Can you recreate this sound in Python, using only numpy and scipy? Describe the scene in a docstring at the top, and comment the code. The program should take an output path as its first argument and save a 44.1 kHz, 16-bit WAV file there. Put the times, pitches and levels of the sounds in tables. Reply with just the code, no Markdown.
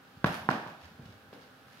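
"""Two sharp stamps, close by, ring out in a bare room: a skunk's front paws on a wooden floor.
Each is a slap of the boards over a low, damped thump, and the claws skid after it with a grainy rasp.
The skunk then shuffles back with soft steps that flex the floor, and a light tap.
An appliance hums under the quiet room noise."""
import sys
import numpy as np
from scipy import signal
from scipy.fft import rfft, irfft, next_fast_len
from scipy.io import wavfile
from scipy.ndimage import map_coordinates

SR = 44100
rng = np.random.default_rng(int(sys.argv[2]) if len(sys.argv) > 2 else 0)


def to_wav(sig):
    """Store sig (one row per channel, or 1-D mono) as 16-bit WAV at the path in sys.argv[1].

    Samples outside -1..1 are clipped; the rate is SR.
    """
    pcm = np.clip(np.atleast_2d(sig), -1, 1) * 32767
    pcm = np.round(pcm).astype(np.int16)
    wavfile.write(sys.argv[1], SR, pcm.T)  # frames by channels


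N = 79380

# Paw hits, two hard then two light; direct_treble_db shelves only the dry sound:
# start_s, slap_db, thump_db, thump_hz, brightness_hz, direct_treble_db, room_send_db
PAW_HITS = [(0.2440, 12.5, -14, 181.4, 7500, -1.5, 1), (0.4894, 12, -20.5, 213, 4470, -4.5, 2),
            (0.6636, -8.5, -43.5, 190, 2040, -19, 5), (1.3301, -12, -36.5, 450, 614, 32, 6.5)]
# Tone of the boards under a paw: frequency_hz, gain_db
BOARD_TONE = [(50, -42), (110, 2), (220, 2.5), (320, 7), (430, -0.5), (700, 1.5), (1100, 2.5), (1350, 1),
              (1650, 1), (2050, -10), (3500, -16), (5000, -20.5), (7500, -31.5), (16000, -39)]
# Stereo image of pads and toes settling: frequency_hz, correlation
PATTER_IMAGE = [(500, 0.91), (1000, 1), (2000, 0)]
# Claws and fur sliding on wood, the shortest mere ticks: start_s, length_s, rasp_db, fizz_db
SKID_STROKES = [(0, 0.36, -70, -84), (0.043, 0.011, -62, -82), (0.254, 0.025, -43, -51),
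                (0.273, 0.037, -57, -79), (0.308, 0.06, -47, -55), (0.492, 0.031, -41.5, -53.5),
                (.525, 0.039, -54.5, -78), (0.654, 0.06, -54.5, -68), (0.796, 0.075, -56, -73),
                (0.972, 0.18, -63.5, -81), (1.054, 0.0077, -65, -79), (1.121, .01, -64, -80),
                (1.315, 0.055, -60, -71), (1.384, 0.069, -59, -79), (1.45, 0.21, -72, -80.5),
                (1.624, 0.23, -62.5, -72.5)]
# Midrange rasp of pads and fur: frequency_hz, gain_db
RASP_TONE = [(500, -22), (1000, 1), (1600, 3), (2000, 0.5), (3000, -1.5), (5000, -4.5), (8000, -19),
             (15000, -37)]
# Top-end fizz of the claws: frequency_hz, gain_db
FIZZ_TONE = [(4000, -1), (8000, -11.5), (11000, 0), (15500, -10)]
# Footfalls that only flex the floor: start_s, level_db, pitch_hz, length_s
SOFT_STEPS = [(.163, -47, 120, 0.019), (.222, -63, 172, .016), (.405, -43.5, 109, 0.025),
              (.44, -44, 216, 0.065), (.69, -52, 160, .05), (.815, -52, 80, 0.065),
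              (.905, -50.5, 200, 0.023), (.925, -61, 84, 0.054), (.975, -49.5, 244.5, 0.04),
              (.987, -41.5, 136, 0.023), (1.012, -48, 84, 0.039), (1.052, -46, 182, 0.015),
              (1.06, -47.5, 99, 0.08), (1.086, -57, 230, .016), (1.13, -52, 106, 0.029),
              (1.27, -57.5, 93, 0.035), (1.64, -57, 123.5, 0.053)]
# Time the reverb takes to fall 60 dB: frequency_hz, decay_s
REVERB_DECAY = [(80, 0.52), (210, 0.39), (560, 0.68), (1500, 0.63), (4000, 0.66), (11000, 0.57)]
# Colour of the reverb: frequency_hz, gain_db
REVERB_TONE = [(60, 0), (85, -1.5), (150, -8), (220, -1.5), (420, -4), (750, 1), (1100, -1.5), (1600, -0.5),
               (2600, 3.5), (5000, 1), (12000, 3.5)]
# Stereo image of the reverb: frequency_hz, correlation
REVERB_IMAGE = [(150, 1), (300, .92), (550, 0.75), (1000, 0.59), (2000, -0.32), (5000, 0.052)]
# Partials of the appliance hum: pitch_hz, level_db
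HUM_PARTIALS = [(263.8, -69), (437, -76.5), (527.6, -75.5), (790.5, -70.5)]
# Colour of the quiet room noise: frequency_hz, gain_db
AIR_TONE = [(25, -30), (45, -14), (80, -4.5), (190, -4.5), (265, -4), (340, -10), (520, -9), (700, -10.5),
            (1000, -11.5), (1550, -5.5), (1950, -16.5), (3000, -17), (4500, -22), (7500, -32), (10000, -32),
            (13000, -29.5), (15500, -32.5)]
# Stereo image of the room noise and the skids: frequency_hz, correlation
NOISE_IMAGE = [(100, 0.93), (400, 0.7), (1000, 0.3), (2000, 0.065), (8000, 0.15)]
# Balance of the whole mix: frequency_hz, left_minus_right_db
BALANCE = [(100, -1.5), (450, 1.5), (1100, -3.5), (2000, -2.5), (4000, -1.5), (8000, -0.5), (12000, 2)]


def stamps(flam_s=0.001201, patter_t60_s=0.023, thump_peak_cycles=0.51, shelf_hz=2180, left_lead_s=0.0001):
    """Two paws slap down almost together and the floor gives one low, heavily damped thump."""
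    out, t = np.zeros((2, N)), np.arange(SR // 5) / SR
    paws = np.zeros((1, len(t)))
    paws[0, 0], paws[0, round(flam_s * SR)] = amp(-18.5), 1  # the lighter paw lands first
    settle = amp(-60 * np.maximum(t - flam_s, 0) / patter_t60_s) * (t > flam_s)
    nearer_left = lambda f: np.exp(1j * np.pi * f * left_lead_s * np.array([[1], [-1]]))
    for start_s, slap_db, thump_db, thump_hz, bright_hz, treble_db, send_db in PAW_HITS:
        patter = pair(len(t), PATTER_IMAGE) * settle  # pads and toes settling
        patter *= amp(0.5) / np.sqrt(np.sum(patter ** 2) / 2)
        boards = amp(slap_db) * causal(lambda f: amp(along(BOARD_TONE, f)) / (1 + (f / bright_hz) ** 2))
        ring = lambda force: signal.fftconvolve(force, boards[None], axes=1)[:, :len(t)]
        age = t * thump_hz / thump_peak_cycles  # 1 where the floor flexes most
        thump = (age * np.exp(1 - age)) ** 2 * np.sin(2 * np.pi * thump_hz * t)
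        blow = ring(paws) + amp(thump_db) * thump
        # The body shades the dry treble; on the last tap the shelf lifts it instead.
        shelf = causal(lambda f: amp(treble_db * (1 - 1 / (1 + (f / shelf_hz) ** 8))))
        direct = signal.fftconvolve(blow + ring(patter), shelf[None], axes=1)
        add(out, start_s - flam_s, filtered(direct, nearer_left))
        add(out, start_s - flam_s, amp(send_db) * reverb(blow))
    return out


def skids(grain_db=5.5, send_db=-2.5):
    """Grainy friction on wood: a rasp of pads and fur, and a fine fizz from the claws."""
    t = np.arange(N) / SR
    rasp = sum(amp(db) * swell(t - start_s, length_s) for start_s, length_s, db, _ in SKID_STROKES)
    fizz = sum(amp(db) * swell(t - start_s, length_s) for start_s, length_s, _, db in SKID_STROKES)
    grain = unit(amp(grain_db * wobble(rate_hz=450)))
    slide = grain * (rasp * noise(RASP_TONE) + fizz * noise(FIZZ_TONE))
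    return slide + amp(send_db) * reverb(slide)


def steps(scuff_hz=600, scuff_db=-10.5, send_db=1.5):
    """Weight shifts from paw to paw: a few low cycles of the floor with a dull scuff on top."""
    out, t = np.zeros((2, N)), np.arange(SR // 5) / SR
    for start_s, level_db, pitch_hz, length_s in SOFT_STEPS:
        scuff = unit(filtered(rng.standard_normal(len(t)), lambda f: 1 / (1 + (f / scuff_hz) ** 4)))
        flex = np.sin(2 * np.pi * pitch_hz * t)
        step = amp(level_db) * swell(t, length_s) ** 2 * (flex + amp(scuff_db) * scuff)
        add(out, start_s, step)
        add(out, start_s, amp(send_db) * reverb(step))
    return out


def reverb(x, wall_s=0.015, scatter_db=-10, early_db=2, early_s=0.018):
    """The bare room: thin scatter, strong first wall reflections, then a wash dying band by band."""
    hz, t, bands = signal.stft(pair(SR, REVERB_IMAGE), SR, nperseg=256)
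    decay = amp(-60 * t / along(REVERB_DECAY, hz)[:, None])
    tail = signal.istft(bands * decay, SR, nperseg=256)[1]
    since_wall = np.arange(tail.shape[1]) / SR - wall_s
    tail *= amp(np.where(since_wall < 0, scatter_db, early_db * np.exp(-since_wall / early_s)))
    tail /= np.sqrt(np.sum(tail ** 2) / 2)
    colour = causal(lambda f: amp(along(REVERB_TONE, f)))
    tail = signal.fftconvolve(tail, colour[None], axes=1)
    return signal.fftconvolve(np.atleast_2d(x), tail, axes=1)[:, :N]


def appliance_hum(waver_rad=0.73):
    """An appliance drones on a few partials, each wavering slightly."""
    t = np.arange(N) / SR
    return sum(amp(db) * np.sqrt(2) * np.sin(2 * np.pi * hz * t + waver_rad * wobble(rate_hz=12.28))
               for hz, db in HUM_PARTIALS)


def room_noise(level_db=-57.5):
    """A steady, dark bed of air."""
    return amp(level_db) * noise(AIR_TONE)


def amp(db):
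    """Decibels to gain."""
    return 10 ** (np.asarray(db) / 20)


def unit(x):
    """Scale to rms 1."""
    return x / np.sqrt(np.mean(x ** 2) + 1e-20)


def along(points, hz):
    """Read a curve of (frequency_hz, value) points on a log axis."""
    frequencies, values = np.transpose(points)
    return np.interp(np.log(hz + 1), np.log(frequencies + 1), values)


def filtered(x, response):
    """Shape x with a frequency response."""
    n = x.shape[-1]
    size = next_fast_len(n + SR // 2)
    return irfft(rfft(x, size) * response(np.fft.rfftfreq(size, 1 / SR)), size)[..., :n]


def causal(gain, size=4096):
    """The tightest (minimum-phase) impulse response with the given gain curve."""
    magnitude = np.maximum(gain(np.fft.rfftfreq(size, 1 / SR)), 1e-6)
    cepstrum = irfft(np.log(magnitude))
    cepstrum[1:size // 2] *= 2
    cepstrum[size // 2 + 1:] = 0
    return irfft(np.exp(rfft(cepstrum)))


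def pair(n, image):
    """White stereo noise whose left-right correlation follows the image curve."""
    width = lambda hz: np.arccos(np.clip(along(image, hz), -1, 1)) / 2
    white = rng.standard_normal((2, n))
    mid, side = filtered(white, lambda hz: np.array([np.cos(width(hz)), np.sin(width(hz))]))
    return np.array([mid + side, mid - side])


def noise(tone):
    """Coloured stereo noise of rms 1."""
    return unit(filtered(pair(N, NOISE_IMAGE), lambda hz: amp(along(tone, hz))))


def wobble(rate_hz):
    """A smooth random modulator."""
    knots = rng.standard_normal(int(N * rate_hz / SR) + 4)
    return map_coordinates(knots, [np.arange(N) * rate_hz / SR])


def swell(t, length_s):
    """A half-sine envelope."""
    return np.sin(np.pi * np.clip(t / length_s, 0, 1))


def add(out, start_s, x):
    """Mix x in at its cue."""
    part = out[:, max(round(start_s * SR), 0):][:, :x.shape[-1]]
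    part += x[..., :part.shape[-1]]


def scene():
    """The skunk over the room's bed, coloured a little differently left and right."""
    mix = stamps() + steps() + skids() + appliance_hum() + room_noise()
    return filtered(mix, lambda hz: amp(np.array([[.5], [-.5]]) * along(BALANCE, hz)))


def record(dry, low_cut_hz=72, top_hz=15800):
    """Master EQ: thin the deep bass and cut off the very top."""
    thinned = signal.sosfilt(signal.butter(3, low_cut_hz, "high", fs=SR, output="sos"), dry)
    return filtered(thinned, lambda hz: hz < top_hz)


dry = scene()
out = record(dry)
to_wav(out)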